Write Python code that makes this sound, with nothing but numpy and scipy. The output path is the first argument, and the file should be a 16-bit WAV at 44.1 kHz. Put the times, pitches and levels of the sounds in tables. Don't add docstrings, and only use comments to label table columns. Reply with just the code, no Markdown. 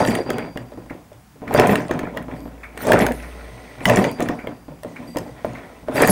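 import sys
import numpy as np
from scipy import signal
from scipy.fft import rfft, irfft, next_fast_len
from scipy.io import wavfile
from scipy.ndimage import uniform_filter1d, map_coordinates

SR = 44100
rng = np.random.default_rng(int(sys.argv[2]) if len(sys.argv) > 2 else 0)


def gain_from_db(level_db):
    decades = np.asarray(level_db, float) / 20
    return 10 ** decades


def transcribe(u):
    v = np.clip(np.atleast_2d(u).T, -1, 1)
    q = np.round(v * 32767).astype(np.int16)
    wavfile.write(sys.argv[1], SR, q)


N = 269451
CONTROL_S = np.arange(0, N / SR + .002, .001)

# start_s, peak_s, let_go_s, peak_db, let_go_db
STROKES = [(-.05, 0, 0.051, -13.5, -24), (.04, .09, 0.18, -23.5, -23), (.241, .303, .46, -25.5, -32),
           (.69, .74, 0.71, -40, -39), (1.46, 1.53, 1.73, -23.5, -19), (1.572, 1.6, 1.827, -11, -31),
           (1.86, 1.922, 2.07, -25.5, -36), (2.12, 2.17, 2.24, -27.5, -46), (2.25, 2.325, 2.43, -35, -45.5),
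           (2.865, 2.939, 2.96, -9.5, -16.5), (2.96, 3.015, 3.053, -14, -23),
           (3.86, 3.883, 3.955, -15.5, -17.5), (3.94, 3.987, 4.075, -17, -21.5),
           (4.16, 4.212, 4.27, -25.5, -34), (4.96, 5.0, 5.08, -35.5, -42.5),
           (5.95, 6.022, 6.23, -11.5, -25), (6.05, 6.108, 5.5, -13, -12)]
# start_s, peak_s, let_go_s, peak_db, let_go_db
TURNS = [
    (1.4, 1.44, 0.75, -53, -43),
    (2.4, 2.5, 2.9, -53, -47),
    (2.72, 2.806, 3.06, -40, -25),
    (3.1, 3.2, 4, -42.5, -48.5),
    (3.75, 3.84, 3.7, -36.5, -28),
    (5.2, 5.25, 5.4, -60, -41.5),
    (5.5, 5.555, 5.8, -40.5, -48.5),
]
# time_s, peak_db, pitch_hz
KNOCKS = [(0.263, -18.5, 393), (0.558, -17.5, 232), (0.72, -28.5, 560), (0.774, -25.5, 310),
          (0.858, -32, 242), (0.907, -21, 300), (1.117, -33.5, 600), (1.418, -24, 244), (1.48, -22, 235),
          (1.547, -3, 590), (1.591, -4, 760), (1.909, -8.5, 365), (2.033, -14.5, 243), (2.167, -19.5, 550),
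          (2.283, -21, 320), (2.455, -22, 255), (2.772, -27, 420), (2.868, -11.5, 650),
          (3.809, -22.5, 305.2), (3.862, -11, 208), (4.197, -11, 388), (4.293, -11, 296), (4.471, -18, 535),
          (4.682, -24, 288), (4.847, -20, 566), (5.159, -13, 304), (5.446, -10.5, 652),
          (5.884, -13.5, 618.4), (5.956, -14, 622), (6.023, -5, 550)]
# time_s, peak_db, pitch_hz
MORE_KNOCKS = [
    (1.357, -39, 443),
    (1.509, -14.5, 780),
    (3.777, -39, 245),
    (4.441, -21.5, 234),
    (5.83, -31.5, 150),
]
# time_s, peak_db, pitch_hz
BUMPS = [(0.004, -7.0, 588), (0.022, -16, 513), (0.032, -22, 577), (0.059, -16.0, 600.0),
         (0.081, -11.5, 310.0), (0.111, -20, 433), (0.132, -16.0, 380.0), (0.161, -18, 356),
         (0.189, -15, 460.0), (0.204, -14.0, 360.0), (0.29, -17.5, 520.0), (0.305, -12, 400.0),
         (0.342, -24, 400.0), (0.785, -28, 353), (0.949, -28, 330.0), (1.428, -25, 450), (1.437, -30, 626),
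         (1.598, -7, 380.0), (1.61, -9, 605), (1.646, -12.5, 710), (1.671, -17, 585), (1.691, -8.5, 428),
         (1.719, -15, 420.0), (1.74, -14, 577), (1.755, -16, 444), (1.995, -21.0, 334), (2.242, -34, 620.0),
         (2.85, -19.0, 540.0), (2.905, -5.0, 610.0), (2.931, -5, 560), (2.942, -10.5, 560.0),
         (2.983, -14, 744), (3.003, -13, 420), (3.018, -18, 385), (3.044, -16, 820), (3.063, -17, 595),
         (3.087, -15.5, 618), (3.107, -14.5, 490.0), (3.144, -27, 393), (3.856, -16.5, 910),
         (3.879, -10.5, 664), (3.901, -6, 615), (3.911, -12, 560), (3.928, -12, 620.0), (3.988, -9, 340.0),
         (4.026, -17, 540), (4.049, -11.5, 583), (4.103, -28, 443), (4.72, -32, 570.0),
         (4.832, -29.0, 610.0), (4.912, -33.5, 591), (5.148, -28, 576), (5.214, -30, 380.0),
         (5.263, -29, 580.0), (5.964, -16, 570.0), (5.981, -16, 604), (6.006, -10.0, 510), (6.034, -8, 565),
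         (6.07, -20, 520.0), (6.091, -10, 603),
         (.382, -18.5, 446), (1.622, -13, 556), (1.634, -10, 480), (1.785, -15, 300), (1.802, -19.5, 597),
         (1.895, -21, 620.1), (2.146, -27, 560), (2.534, -34, 300), (2.812, -29, 600), (2.883, -12.5, 516),
         (2.896, -9, 420), (3.033, -11, 298), (4.008, -16, 396), (4.066, -13.5, 455), (4.209, -17, 705),
         (4.226, -20, 328), (4.305, -20.5, 727), (5.169, -15, 556), (5.292, -30, 500), (5.894, -19, 300)]
# time_s, peak_db, pitch_hz
RAPS = [(0.018, -21, 1770.0), (0.086, -20, 1920.0), (0.402, -33.0, 1820.0), (0.449, -46, 1780),
        (0.906, -39, 2190), (1.478, -33, 2260.0), (1.548, -21, 1390.0), (1.561, -15, 1530),
        (1.588, -12, 1840), (1.66, -21, 2430.0), (1.694, -14.0, 1900), (1.73, -23.0, 1250),
        (1.801, -23.5, 1712), (1.954, -34, 1630), (2.03, -34, 1240), (2.054, -28.5, 1740.0),
        (2.072, -25.5, 1360), (2.315, -37, 1700.0), (2.639, -36, 2400), (2.806, -26.5, 1410),
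        (2.87, -32, 1690.0), (2.888, -20, 1610.0), (2.96, -13, 1460.0), (2.973, -19.0, 1340.0),
        (3.001, -14, 1920), (3.011, -16, 1920), (3.02, -25, 1700), (3.052, -28, 1910.0),
        (3.087, -25, 1790.0), (3.113, -25, 1700.0), (3.806, -35, 2360.0), (3.923, -17.0, 1890),
        (3.949, -17, 1830), (3.99, -17.0, 1850.0), (4.049, -19.5, 2340), (4.4, -40, 2350),
        (4.966, -36, 2230.0), (5.159, -37, 1980), (5.447, -36, 1410.0), (5.966, -19.5, 1820),
        (5.982, -15, 1830), (6.026, -11.0, 1920), (6.035, -7.5, 1850.0), (6.048, -11, 1770),
        (6.084, -12.0, 1840)]
# start_s, length_s, level_db, pitch_hz
GROANS = [(.33, 0.054, -22, 238), (1.47, 0.045, -26, 238), (2.311, .04, -27, 254),
          (3.09, 0.043, -20.5, 240), (3.166, 0.032, -36, 233), (4.989, 0.047, -31, 241.6),
          (5.087, 0.081, -34, 241), (5.454, 0.045, -33, 216), (.57, .1, -35, 120), (1.13, 0.086, -45, 118),
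          (3.5, .1, -42, 118), (3.77, .05, -35.5, 122), (4.69, 0.059, -37.5, 150), (5.3, 0.05, -36, 126),
          (5.46, 0.078, -32, 125), (3.865, 0.032, -13, 206.5), (1.93, 0.063, -27, 164)]
# time_s, peak_db, ring_hz, crack_db, frame_db
TICKS = [(0.008, -25, 9400, -30, -10), (0.861, -42, 4970, -12, 0), (0.062, -21, 9530, -37, -10),
         (0.0739, -16, 5650, -26, 2.5), (0.332, -27, 8350, -15, -11), (1.5405, -14, 9500, -10, -1),
         (1.598, -11.5, 5260, -47, 7.5), (1.6717, -12.5, 9000, -28, -5), (2.226, -36, 9900, -19, 5),
         (2.7757, -21.5, 8500, -17, 3.5), (2.87, -11.5, 8300, -12, -21), (2.99, -11.5, 7440, -32, -3),
         (3.1208, -19.5, 7930, -16.5, -2), (3.887, -14, 6160, -22, 2), (3.9596, -11, 7200, -33, -9),
         (4.115, -23, 9700, -11, -15), (4.225, -16, 6760, -20.5, -24), (4.834, -27, 8700, -13, 1.5),
         (5.17, -13.5, 5038, -16.5, -4.5), (5.1852, -17.5, 5120, -17, -7), (5.453, -31.5, 5800, -6, -5),
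         (5.9585, -19.5, 8100, -18, 2), (6.0196, -2, 10370, -21, -30.5), (6.075, -14, 10500, -2.5, 2)]
# time_s, peak_db, ring_hz, frame_db, frame_hz
CLANKS = [(0.0506, -23.5, 5600, 15, 1800), (0.1518, -15.5, 9400, 8, 1910), (0.3038, -27, 6390, 16, 1300),
          (0.3837, -29, 9300, 15.5, 1490), (0.5742, -47, 8100, 31.5, 1900), (1.572, -23, 8240, 10, 1690),
          (1.756, -17.5, 9040, 13.5, 1820), (1.912, -26, 6387, 13, 1780), (1.9394, -37, 6205, 4, 1670),
          (1.9918, -24.5, 6400, 11.5, 1750), (2.173, -44, 5640, 32, 1920),
          (2.9199, -23.5, 7050, 24.5, 1656), (2.9333, -21, 5640, 15.5, 1820),
          (3.066, -19.5, 6250, 13, 1516), (3.8547, -14, 5480, 18, 1983), (3.8976, -17.5, 6600, 17, 1770),
          (3.971, -14, 5530, 9.5, 1840), (4.0418, -18.5, 6360, 12, 1970), (4.2048, -28, 6360, 16, 1820),
          (4.2875, -25.5, 5200, 14.5, 1830), (4.472, -49, 5800, 29.5, 2160), (5.885, -45, 8600, 19, 1520)]
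# start_s, length_s, peak_db, rate_hz
FLUTTER = [
    (0.077, .058, -15, 207.3),
    (1.676, 0.087, -16.5, 205),
    (3.002, 0.044, -14.5, 218.8),
    (3.969, 0.055, -14, 200.2),
    (6.077, 0.076, -14.5, 204),
]
# time_s, hiss_db,
# jet_over_hiss_db
PUFFS = [(0, -39.5, -14), (.085, -40.5, -1), (1.554, -41, 0), (1.713, -40.5, 3), (2.373, -66, -4),
         (2.821, -38.5, -4.5), (2.889, -38, -7), (3.023, -40, 0.5), (3.87, -34, -8), (3.997, -41.5, 1.5),
         (4.224, -49, -16), (4.851, -60, -9), (5.084, -63, 4), (5.176, -53.5, -12), (5.462, -53.5, -14),
         (5.97, -33.5, -2.5), (6.04, -29.5, -23), (6.108, -30.5, 5)]
# start_s, end_s, low_bands_db, high_bands_db
LEAK = [
    (3.12, 3.81, -50, -47.5),
    (4.857, 5.86, -56, -78),
]
# start_s, end_s, first_db, last_db, upper_notes_db
SING = [(-.01, .245, -39, -46, -22), (.252, .635, -46, -62, -40), (.655, .98, -65, -73, -30),
        (1.543, 1.595, -36, -39, -20), (1.6, 1.69, -62, -60, 5), (2.35, 2.51, -62, -67, -5),
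        (2.885, 2.915, -46, -48, -15), (3.89, 3.96, -47, -50, -20), (4.015, 4.2, -44, -53, -30),
        (4.25, 4.85, -61, -73, -20), (5.07, 5.17, -52, -55, -12), (5.2, 5.33, -63, -65, -4),
        (5.966, 6.02, -33, -39, -16), (6.026, 6.14, -40, -37, -5)]
# time_s, peak_db, pitch_hz, t60_s
GRIPS = [
    (0.895, -33.5, 2190, 0.081),
    (1.475, -27, 2220, 0.045),
    (2.6306, -32.5, 2320, 0.11),
    (3.2249, -35, 2250, 0.11),
    (3.8037, -28.5, 2370, 0.04),
    (4.385, -34.5, 2320, 0.12),
    (4.9591, -32, 2340, 0.069),
    (5.5495, -32.5, 2088, 0.081),
    (5.872, -38, 1480, .05),
    (5.915, -35, 1450, .15),
]
# time_s, level_db
HUM = [(0, -54), (.55, -51), (.95, -45), (1.36, -72), (2.0, -46), (2.35, -38), (2.8, -41), (3.0, -28),
       (3.45, -35), (3.75, -47.5), (5.0, -48.5)]

# pitch_hz, width_hz, level_db
TABLE = [(119.5, 35, -8), (171, 19.7, -7.5), (238.8, 23, -1.5), (295, 55, -6.5)]
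# pitch_hz, width_hz, level_db
BLOCK = [(420, 101, -0.5), (503, 37.5, 1), (560, 67, -1), (661, 79, 1), (756, 115, -2.5), (884, 62, -4),
         (985, 109, -6)]
# pitch_hz, width_hz, level_db
FRAME = [(1300, 83, -0.5), (1473, 135, -0.5), (1820, 364, -1.5), (2004, 120, 2), (2237, 200, -2.5),
         (2670, 360, -7), (3350, 400, -12)]
# pitch_hz, width_hz, level_db
PORTS = [(6400, 360, -24), (8050, 350, -3), (9200, 370, 4)]
# pitch_hz, width_hz, level_db
LEAK_LOW = [(1975, 80, 9), (4000, 2500, -9), (6450, 250, -9), (8480, 200, -6)]
# pitch_hz, width_hz, level_db
LEAK_HIGH = [(9400, 200, 0), (10800, 200, -1), (11900, 200, -6), (14100, 120, -2)]
# pitch_hz, level_db
RIMS = [(8135, -2), (11560, -5), (12936, 0), (7795, -9)]
# frequency_hz, level_db_per_hz
AIR = [(2500, -0.5), (3500, 5.5), (6000, 4.5), (10000, -1.5), (11500, -38), (16000, -19)]
# frequency_hz, level_db_per_hz
JET = [(5000, -36), (8000, -4), (11000, -1), (13000, -8.5), (15000, 1), (15900, -15), (16300, -40)]
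# frequency_hz, level_db_per_hz
ROOM = [(15, -36), (25, -15), (53, 8), (186, 4), (431, -12), (550, -18), (741, -5.5), (3120, -19),
        (4320, -22.5), (4810, -20.5), (15000, -24), (16300, -43)]
# frequency_hz, t60_s
WALLS = [(200, 0.27), (2000, 0.23), (10000, 0.12)]

RISE_DB, LET_GO_DB_PER_S = 16, 263
TABLE_SAG, TABLE_GROWS = 0.66, 0.71
STROKE_DB, TURN_DB, AFTER_DB = (-6.5, -3.5, -12.5), (-2, -0.6, -5.5), (-14.5, -19.5, -30.5)
SUCK_THUD_DB, SUCK_THRUM_DB = -7, -10
RUB_FLOOR_DB = -71.5


def spin():
    after = total_db(peak_db(s + 0.0083, db, rise=870, fall=124) for s, db, _ in KNOCKS + MORE_KNOCKS)
    suck = [peak_db(s + .015, db + SUCK_THRUM_DB, rise=550, fall=109) for s, _, db, _ in FLUTTER]
    turns, load = load_db(TURNS), load_db(STROKES)
    hardest = load.max()
    table_load = TABLE_GROWS * (load_db(STROKES, TABLE_SAG) - hardest) + hardest
    loads = (table_load, load, load)
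    levels = [[loads[k] + STROKE_DB[k], turns + TURN_DB[k], after + AFTER_DB[k]] for k in range(3)]
    levels[0] += suck
    thrum_db, rattle_db, scrape_db = [per_sample(total_db(parts)) for parts in levels]

    fast = np.clip((rattle_db + 48.0) / 25, .2, 1)
    lumps = 0.79 + 2.0 * np.minimum(wobble(50), .7) * fast
    heavy = jolts(300, spread_db=1.5, noise=0.97)
    light = jolts(300, spread_db=4.5, noise=0.94)
    thrum = shaken(gain_from_db(thrum_db - 1.66 + lumps) * heavy, TABLE)
    rattle = shaken(gain_from_db(rattle_db + 0.5 + lumps) * heavy, BLOCK)
    scrape = shaken(gain_from_db(scrape_db + 1.94 * lumps) * patchy(light, depth_db=3.5), FRAME)
    return filtered(thrum + rattle, oil(3330)) + filtered(scrape, oil(5200))


def oil(hz):
    return lambda f: 1 / (1 + 1j * f / hz) ** 2


def backlash():
    out, t = np.zeros(N + SR), np.arange(SR // 10) / SR
    wood = (BUMPS, 5.5, .0015, .033, 1.45)
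    metal = (RAPS, 5, .0004, .015, 1.2)
    for rows, lift_db, rise_s, t60, second in (wood, metal):
        for s, db, hz in rows:
            ratio, phase = second + .3 * rng.random(), rng.random()
            note = np.sin(2 * np.pi * hz * t) + 0.4 * np.sin(2 * np.pi * (ratio * hz * t + phase))
            envelope = gain_from_db(db + lift_db - 60 * t / t60) * (1 - np.exp(-t / rise_s))
            add_at(out, s, envelope * note)
    for s, length, db, hz in GROANS:
        swell = np.sin(np.pi * np.clip(t / length, 0, 1)) ** 0.93
        add_at(out, s, gain_from_db(db) * swell * np.sin(2 * np.pi * hz * t))
    return out[:N]


def thuds():
    out, block, t = np.zeros(N + SR), np.zeros(N + SR), np.arange(SR // 10) / SR
    slams = [(s, db + SUCK_THUD_DB, hz) for s, _, db, hz in FLUTTER]
    for s, db, hz in KNOCKS + MORE_KNOCKS + slams:
        late = s + 0.00087
        add_at(out, late, gain_from_db(db - 60 * t / 0.035) * np.sin(2 * np.pi * hz * t))
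        add_at(block, late, gain_from_db(db + 14.5) * np.exp(-t / 0.00025))
    wood = modes(TABLE + BLOCK)
    return out[:N] + filtered(block[:N], lambda f: wood(f) * (1j * f / (170 + 1j * f)) ** 2)


def ticks():
    out, frame, t = np.zeros(N + SR), np.zeros(N + SR), np.arange(SR // 10) / SR
    valve_gear = [(*row, 1827) for row in TICKS]
    linkage = [(s, db, hz, -43, frame_db, frame_hz) for s, db, hz, frame_db, frame_hz in CLANKS]
    for s, db, hz, crack_db, frame_db, frame_hz in valve_gear + linkage:
        grit, blur, shock = rng.standard_normal((3, len(t)))
        crack = np.diff(grit, prepend=0) * gain_from_db(crack_db + 14.5 - 60 * t / 0.0061)

        ring = np.sin(2 * np.pi * hz * t)
        ring += 0.39 * np.sin(2 * np.pi * 6400 * t) + 0.41 * np.sin(2 * np.pi * 9400 * t)
        rough = 1 + 2.7 * uniform_filter1d(blur, size=8)
        ring_db = min(0, -21.0 - crack_db)
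        ring = ring * rough * gain_from_db(ring_db - 60 * t / 0.023)

        dull = uniform_filter1d(uniform_filter1d(shock, size=7), size=5)
        snap = 4 * np.diff(dull, prepend=0) * gain_from_db(frame_db + 5 - 60 * t / 0.012)
        clank = np.sin(2 * np.pi * frame_hz * t) + 0.37 * np.sin(2 * np.pi * 1.49 * frame_hz * t)
        clank = clank * gain_from_db(frame_db + 3 - 60 * t / 0.027)
        add_at(out, s, gain_from_db(db - 11.5) * (ring + crack + clank + snap))
        add_at(frame, s, gain_from_db(db + frame_db + 5.5 - 60 * t / 0.0086) * shock)
    return out[:N] + filtered(frame[:N], modes(FRAME))


def flutter():
    out, t, unsteady = np.zeros(N), np.arange(N) / SR, 1 + 0.0395 * wobble(90)
    for start, length, top_db, hz in FLUTTER:
        db = top_db + np.interp((t - start) / length, [0, 0.45, 1], [-2, 0, -7])
        gate = np.clip(np.minimum(t - start, start + length - t) / 0.011, 0, 1)
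        phase = 2 * np.pi * np.cumsum(hz * unsteady) / SR
        out += gate * gain_from_db(db + 2.0) * (np.sin(phase) - 0.29 * np.cos(2 * phase))
    return out


def air():
    load, t = load_db(STROKES), np.arange(N) / SR
    rub_levels = [-35.5 + 1.2 * (load - load.max()), RUB_FLOOR_DB]
    rub_levels += [peak_db(s, db, rise=410, fall=100) for s, db, _ in PUFFS]
    jet_levels = [RUB_FLOOR_DB - 8]
    jet_levels += [peak_db(s, db + jet, rise=410, fall=270) for s, db, jet in PUFFS]
    rub_db, jet_db = per_sample(total_db(rub_levels)), per_sample(total_db(jet_levels))

    ports = modes(PORTS)
    grains = jolts(590, spread_db=10.5, noise=1.2)
    rub = filtered(grains, lambda f: gain_from_db(along(AIR, f)) * (1.5 + np.abs(ports(f))))
    jet = filtered(rng.standard_normal(N), lambda f: gain_from_db(along(JET, f)))
    chop = 1 + 0.54 * np.sin(2 * np.pi * 208 * t + 2.1 * wobble(30))
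    return gain_from_db(rub_db) * patchy(rub, depth_db=5) + gain_from_db(jet_db + 2.5) * chop * patchy(jet, depth_db=8.5)


def leak():
    t, low, high = np.arange(N) / SR, np.zeros(N), np.zeros(N)
    for start, end, low_db, high_db in LEAK:
        gate = np.clip(np.minimum(t - start, end - t) / 0.022, 0, 1)
        low += gate * gain_from_db(low_db - 2.6 * np.abs(t - start))
        high += gate * gain_from_db(high_db - 65 * np.abs(t - start))
    low_hiss = shaken(rng.standard_normal(N), LEAK_LOW)
    high_hiss = shaken(rng.standard_normal(N), LEAK_HIGH)
    return low * low_hiss + high * high_hiss


def flywheels():
    t, drift = np.arange(N) / SR, 0.98 * wobble(25)
    depth = np.interp(t, [0, .22, .3, 4.9, 5], [.8, .75, .25, .3, .6])
    beat = 1 + depth * np.sin(2 * np.pi * 30 * t + 2 * wobble(12))
    low = beat * np.sin(2 * np.pi * 4732 * t + drift)
    upper = sum(gain_from_db(db + 5.0 * wobble(14)) * np.sin(2 * np.pi * hz * t + drift) for hz, db in RIMS)
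    out = np.zeros(N)
    for start, end, first_db, last_db, upper_db in SING:
        now = slice(max(0, round(start * SR)), round(end * SR))
        gate = np.clip(np.minimum(t[now] - start, (end - t[now]) / 3) / 0.0071, 0, 1)
        level = gain_from_db(2.0 + np.interp(t[now], [start, end], [first_db, last_db]))
        out[now] += gate * level * (low[now] + gain_from_db(upper_db) * upper[now])
    return out


def fingers():
    out, t = np.zeros(N + SR), np.arange(SR // 4) / SR
    for s, db, hz, t60 in GRIPS:
        puff = rng.standard_normal(len(t)) * gain_from_db(-40 * t / t60) * (1 - np.exp(-t / 0.0023))
        skin = modes([(hz, 250, 0), (.6 * hz, 800, -6)])(np.fft.rfftfreq(len(t), 1 / SR))
        add_at(out, s, gain_from_db(db + 17.0) * irfft(rfft(puff) * skin, len(t)))
    return out[:N]


def walls(x):
    hz, t, z = signal.stft(rng.standard_normal(SR // 2), SR, nperseg=256)
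    decay = gain_from_db(-60 * t / along(WALLS, hz)[:, None])
    tail = signal.istft(z * decay, SR, nperseg=256)[1]
    return signal.fftconvolve(np.pad(x, (200, 0)), tail / np.linalg.norm(tail))[:N]


def background():
    t = np.arange(N) / SR
    hush = unit(filtered(rng.standard_normal(N), lambda f: gain_from_db(along(ROOM, f))))
    hum_db = np.interp(t, *np.transpose(HUM)) - 1.0 + 0.77 * wobble(4.93)
    hum = gain_from_db(hum_db) * np.sin(2 * np.pi * 57.5 * t + 0.62 * wobble(6.2))
    whistle = gain_from_db(-70) * np.sin(2 * np.pi * 15630 * t)
    return gain_from_db(-50.5 + 0.12 * wobble(3.9)) * hush + hum + whistle


def jolts(rate, spread_db, noise):
    hits = (rng.random(N) < rate / SR) * gain_from_db(spread_db * rng.standard_normal(N))
    return unit(unit(hits) + noise * rng.standard_normal(N))


def patchy(x, depth_db):
    z = signal.stft(x, nperseg=256)[2]
    field = uniform_filter1d(rng.standard_normal(z.shape), size=5, axis=0)
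    field = uniform_filter1d(field, size=9, axis=1)
    return unit(signal.istft(z * gain_from_db(depth_db * unit(field)), nperseg=256)[1][:N])


def modes(table):
    def response(f):
        return sum((-1) ** k * gain_from_db(db) * 1j * f * width / (hz * hz - f * f + 1j * f * width)
                   for k, (hz, width, db) in enumerate(table))
    return response


def shaken(drive, table):
    body = modes(table)
    gain = np.sqrt(np.mean(np.abs(body(np.linspace(1, SR / 2, 4000))) ** 2))
    return filtered(drive, body) / gain


def filtered(x, response):
    m = next_fast_len(N + SR // 8, real=True)
    return irfft(rfft(x, m) * response(np.fft.rfftfreq(m, 1 / SR)), m)[:N]


def load_db(rows, sag=1):
    levels = []
    for start, peak, end, db, end_db in rows:
        let_go_db = db + sag * (end_db - db)
        times = [peak - 6 * (peak - start), peak, end, end + .5]
        points = [db - 6 * RISE_DB, db, let_go_db, let_go_db - .5 * LET_GO_DB_PER_S]
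        levels.append(np.interp(CONTROL_S, times, points))
    return total_db(levels)


def peak_db(s, db, rise, fall):
    return db - np.maximum(rise * (s - CONTROL_S), fall * (CONTROL_S - s))


def total_db(levels):
    return 10 * np.log10(sum(gain_from_db(db) ** 2 for db in levels) + 1e-12)


def per_sample(control):
    return np.interp(np.arange(N) / SR, CONTROL_S, control)


def wobble(rate):
    knots = rng.standard_normal(int(N * rate / SR) + 4)
    return map_coordinates(knots, [np.arange(N) * rate / SR])


def along(points, hz):
    f, v = np.transpose(points)
    return np.interp(np.log(hz + 1), np.log(f + 1), v)


def unit(x):
    return x / np.sqrt(np.mean(x ** 2) + 1e-20)


def add_at(out, s, sound):
    at = round(s * SR)
    out[at:at + len(sound)] += sound


def scene():
    engine = spin() + backlash() + thuds() + ticks() + flutter() + air() + leak() + fingers()
    return (engine + gain_from_db(-12) * walls(engine) + flywheels() + background())[None]


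def roll_off(x):
    return signal.sosfilt(signal.butter(12, 16510, fs=SR, output="sos"), x)


def record(dry):
    x = filtered(dry[0], lambda f: 1 / np.sqrt(1 + (f / 16000) ** 40))[None]
    mix = x / (1 + np.abs(x) ** 8) ** (1 / 8)
    return roll_off(mix)


dry = scene()
out = record(dry)
transcribe(out)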